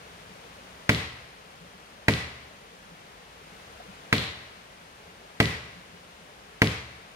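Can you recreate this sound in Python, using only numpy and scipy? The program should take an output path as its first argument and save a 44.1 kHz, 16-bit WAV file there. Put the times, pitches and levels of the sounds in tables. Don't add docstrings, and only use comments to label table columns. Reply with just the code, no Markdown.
import sys
import numpy as np
from scipy import signal
from scipy.fft import rfft, irfft
from scipy.io import wavfile
from scipy.ndimage import uniform_filter1d, minimum_filter1d

SR = 44100
rng = np.random.default_rng(int(sys.argv[2]) if len(sys.argv) > 2 else 0)


def to_wav(s):
    ch = np.atleast_2d(s).T
    pcm = np.round(np.clip(ch, -1, 1) * 32767)
    wavfile.write(sys.argv[1], SR, pcm.astype(np.int16))


N = 315315
T = np.arange(SR) / SR

# (frequency [Hz], level [dB])
RUSH_SPECTRUM = [(25, -25), (48, 2.5), (135, -2.5), (175, 2), (220, -4), (330, -9), (440, -5), (1200, -6.5),
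                 (3000, -9), (4500, -13.5), (6600, -17), (7600, -20.5), (11000, -24), (15800, -32)]
# (time [s], level [dB])
GURGLE_EVENTS = [(0.299, -48.5), (1.609, -44), (1.739, -50), (2.909, -44.5), (3.519, -50), (3.879, -45),
                 (5.755, -43), (5.928, -44.5)]
# (frequency [Hz], gain [dB])
RIGHT_MIC_SHADE = [(300, -1), (600, -1.5), (2500, -2), (5500, -5.5), (8000, -7.5), (8700, 0.5), (12000, -4),
                   (15500, -16)]
# (frequency [Hz], level [dB], decay t60 [s])
FOREST_BANDS = [(45, -11, 1), (98, 10.5, 0.98), (220, 5, 0.71), (603, 1, 0.97), (980, -8, 0.99),
                (2260, 2.5, 1), (2960, 1, 1), (4400, -3.5, 0.99), (7750, -13, 0.63), (9800, -12.5, 0.54),
                (16000, -20, 0.34)]
# (delay [s], click level [dB])
TRUNK_ECHOES = [(0.0264, -16.5), (0.0542, -11), (.0672, -34), (0.0866, -33)]
# (frequency [Hz], level [dB], decay t60 [s])
HEAD_MODES = [(1969, 8, 0.11), (2013, 2, 0.12), (2156, -4, 0.15)]
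# (frequency [Hz], level [dB], decay t60 [s])
TRUNK_MODES = [(69.25, -32.5, 0.79), (80.9, -31, 0.61), (107.6, -16.5, 0.22), (121.5, -30, 0.66),
               (151.9, -17.5, 0.21), (170.5, -30, 0.49), (207.5, -21.5, 0.2), (265.7, -26, 0.257),
               (282, -26.5, 0.16), (307.6, -28.5, 0.32), (390.4, -24.5, 0.14), (433, -32, 0.4),
               (438.6, -29.5, 0.31), (519, -27, 0.14), (593, -27.5, 0.12), (665, -23.5, 0.079),
               (800, -37, 0.031), (912, -29, 0.043), (1044, -24.5, 0.051)]
# (frequency [Hz], level [dB], decay t60 [s])
NOTCH_MODES = [(1062, -30, 0.12), (1283, -23, 0.042), (1396, -13.5, 0.021), (1590, -9, 0.02),
               (1863, -14, 0.023), (1908, -14, 0.03), (2043, -9.5, 0.024), (2270, -21, 0.12),
               (2294, -30, 0.092), (2480, -27.5, 0.13), (3270, -31, 0.022)]
# (frequency [Hz], level [dB])
CRACK_SPECTRUM = [(300, -2.5), (900, -4), (2200, 5), (3000, -2), (4500, -4), (7000, -18.5), (10000, -16),
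                  (16000, -27)]
# (time [s], depth of bite [0-1], relative level of the head's ring [dB])
BLOWS = [(0.8934, 0.57, 5.5), (2.0836, 0.76, 4.5), (4.1278, 0.28, 2), (5.4024, 0.81, 8), (6.6187, 0.98, -5)]

BROOK_LEAD_S, TREES_LEAD_S, AXE_LEAD_S = .00041, .00028, -.00013
DISTANCE_M, SOUND_M_S = 4.5, 343
KNOCK_DB, CRACK_DB, ECHO_DB = -0.8, -9.5, -23
THUD_DB, CRUSH_DB, RASP_DB = 2, -15.5, -33
CRUSH_DB_PER_DEPTH, RASP_DB_PER_DEPTH = 26, -20.5


def undb(db):
    return 10 ** (np.asarray(db) / 20)


def unit(x):
    return x / np.sqrt(np.mean(x ** 2))


def colour(x, points):
    hz, db = np.transpose(points)[:2]
    size = 4096
    gain = undb(np.interp(np.log(np.fft.rfftfreq(size, 1 / SR) + 1), np.log(hz), db))
    cepstrum = irfft(np.log(gain))
    cepstrum[1:size // 2] *= 2
    cepstrum[size // 2 + 1:] = 0
    return signal.fftconvolve(x, irfft(np.exp(rfft(cepstrum))))[:len(x)]


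def band(x, low_hz, high_hz, order=2):
    return signal.sosfilt(signal.butter(order, [low_hz, high_hz], "band", fs=SR, output="sos"), x)


def add(out, x, s):
    i = max(int(round(s * SR)), 0)
    part = out[..., i:i + x.shape[-1]]
    part += x[..., :part.shape[-1]]


def mic_pair(x, lead_s):
    late = np.pad(x, (int(round(abs(lead_s) * SR)), 0))[:len(x)]
    return np.array([x, late] if lead_s > 0 else [late, x])


def ring(modes):
    return -sum(undb(db - 60 * T / t60) * np.cos(2 * np.pi * hz * T) for hz, db, t60 in modes)


def grains(spread_db):
    size = np.minimum(rng.standard_normal(SR), 1.4)
    return unit(rng.standard_normal(SR) * undb(spread_db * size))


def wander(rate_hz):
    step = int(SR / rate_hz)
    stairs = np.repeat(rng.standard_normal(N // step + 1), step)
    return unit(uniform_filter1d(uniform_filter1d(stairs, step), step)[:N])


def bubble(hz, cycles, glide=0.096):
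    age = T[:SR // 4] * hz / cycles
    pitch = hz * (1 + glide * (np.tanh(age) - .5))
    return np.sin(2 * np.pi * np.cumsum(pitch) / SR) * age * np.exp(1 - age)


def rush():
    direct = band(rng.standard_normal(N), 216, 1680, order=1) * undb(0.29 * wander(rate_hz=18))
    mid, side = rng.standard_normal((2, N))
    side = band(side, 640, 21000, order=1)
    diffuse = (mid + side * np.array([[1], [-1]])) / np.sqrt(2)
    return unit(np.array([colour(mic, RUSH_SPECTRUM) for mic in mic_pair(direct, BROOK_LEAD_S) + diffuse]))


def brook(rush_db=-46.5, bubble_count=220, hollow_hz=174.5, hollow_spread=0.027):
    bubbles = np.zeros(N)
    for when, pitch, faintness in rng.random((bubble_count, 3)):
        small = bubble(380 * 2 ** (1.4 * pitch), cycles=3.6)
        add(bubbles, small * undb(-50.5 - 4.3 * faintness), when * N / SR)
    for (s, db), detune in zip(GURGLE_EVENTS, rng.standard_normal(len(GURGLE_EVENTS))):
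        add(bubbles, bubble(hollow_hz * (1 + hollow_spread * detune), cycles=2.44) * undb(db), s)
    add(bubbles, bubble(hz=685, cycles=2.6) * undb(-37), s=3.8)
    left, right = rush() * undb(rush_db) + mic_pair(bubbles, BROOK_LEAD_S)
    return np.array([left, colour(right, RIGHT_MIC_SHADE)])


def scatter(spread_db, directions=7, left_db=1):
    echoes = sum(mic_pair(grains(spread_db), lead_s) for lead_s in np.linspace(-.00036, .0004, directions))
    return unit(echoes) * undb([[left_db], [-left_db]])


def swell(build_s, far_db=3, far_s=.125, far_width_s=.06):
    return (1 - np.exp(-T / build_s)) * undb(far_db * np.exp(-((T - far_s) / far_width_s) ** 2))


def forest():
    hz, _, t60 = np.transpose(FOREST_BANDS)
    bin_hz, frame_s, bins = signal.stft(scatter(spread_db=9), SR, nperseg=256)
    bin_t60 = np.interp(np.log(bin_hz + 1), np.log(hz), t60)
    fade = undb(-60 * frame_s / bin_t60[:, None])
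    echoes = signal.istft(bins * fade, SR)[1][:, :SR]
    return np.array([colour(mic, FOREST_BANDS) for mic in echoes]) * swell(build_s=0.0011)


def knock_echo(trees, knock, level_db=-5, front_s=0.0043):
    front = band(knock * np.exp(-T / front_s), 1044, 1177, order=1)
    return signal.fftconvolve(trees, front[None])[:, :SR] * undb(level_db)


def spreading(delay_s):
    return DISTANCE_M / (DISTANCE_M + SOUND_M_S * delay_s)


def slap_echoes(stem_s=.0086, bank_s=0.01218, facing_db=2.2):
    click = band(ring([(3850, 0, .0017), (2900, -4, .003)]), 1500, 5240)
    thump = -band(ring([(170, 0, .014)]), 40, 520) * undb(-4.5)
    out = np.zeros((2, SR))
    add(out, mic_pair(click, AXE_LEAD_S) * undb(-18), stem_s)
    add(out, mic_pair(thump, AXE_LEAD_S) * spreading(bank_s), bank_s)
    for delay_s, click_db in TRUNK_ECHOES:
        bright = mic_pair(click, TREES_LEAD_S) * undb([[click_db + facing_db], [click_db - facing_db]])
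        add(out, bright + mic_pair(thump, TREES_LEAD_S) * spreading(delay_s), delay_s)
    return out


def head_ring():
    flutter = signal.fftconvolve(rng.standard_normal((2, SR)), ring(HEAD_MODES)[None])[:, :SR]
    return unit(flutter) * np.exp(-T / 0.095) * swell(build_s=0.005, far_db=5)


def chip_rasp(depth):
    rasp = band(scatter(spread_db=15), 2840, 4350, order=5) * np.exp(-T / 0.12) * swell(build_s=0.0085)
    return rasp * undb(RASP_DB + RASP_DB_PER_DEPTH * (depth - 1))


def wood_crush(depth):
    crunch = unit(band(grains(spread_db=5), 474, 925, order=3)) * np.exp(-T / 0.0082)
    return crunch * undb(CRUSH_DB + CRUSH_DB_PER_DEPTH * (depth - 1))


def fibre_crack(decay_s=0.0056):
    direct = mic_pair(grains(spread_db=3), AXE_LEAD_S)
    glancing = rng.standard_normal((2, SR)) * undb(1.5)
    burst = (direct + glancing) * np.exp(-T / decay_s)
    return np.array([colour(mic, CRACK_SPECTRUM) for mic in burst]) * undb(CRACK_DB)


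def chop(trees, depth, head_db):
    thud = band(ring(TRUNK_MODES), 48, 3140) * undb(THUD_DB) * np.sqrt(depth)
    knock = band(ring(NOTCH_MODES), 250, 3080, order=3) * undb(KNOCK_DB)
    near = fibre_crack() + mic_pair(thud + knock + wood_crush(depth), AXE_LEAD_S)
    echo = (trees + knock_echo(trees, knock)) * undb(ECHO_DB)
    far = echo + chip_rasp(depth) + head_ring() * undb(head_db - 39.5)
    return near + slap_echoes() + far


def axe(bite_s=0.0026, bite_db=-15, fresh_share=0.3):
    out, stand = np.zeros((2, N)), forest()
    for s, depth, head_db in BLOWS:
        bite = colour(grains(spread_db=10) * T / bite_s * (T < bite_s), CRACK_SPECTRUM)
        add(out, mic_pair(bite, AXE_LEAD_S) * undb(bite_db), s - bite_s)
        trees = np.sqrt(1 - fresh_share) * stand + np.sqrt(fresh_share) * forest()
        add(out, chop(trees, depth, head_db), s)
    return out


def scene():
    return axe() + brook()


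def gain_control(x, threshold_db=-10, range_db=2.0, hold_s=1.2, release_s=0.23):
    peak = np.abs(x).max(axis=0) + 1e-9
    wanted = np.clip(undb(threshold_db) / peak, undb(-range_db), 1)
    hold, release = int(hold_s * SR), int(release_s * SR)
    held = minimum_filter1d(wanted, hold, origin=(hold - 1) // 2, mode="nearest")
    gliding = uniform_filter1d(held, release, origin=(release - 1) // 2, mode="nearest")
    return x * np.minimum(held, gliding)


def record(dry):
    ridden = gain_control(dry)
    rounded = ridden / (1 + ridden ** 4) ** .25
    return signal.sosfilt(signal.ellip(10, .2, 80, 15750, fs=SR, output="sos"), rounded)


dry = scene()
out = record(dry)
to_wav(out)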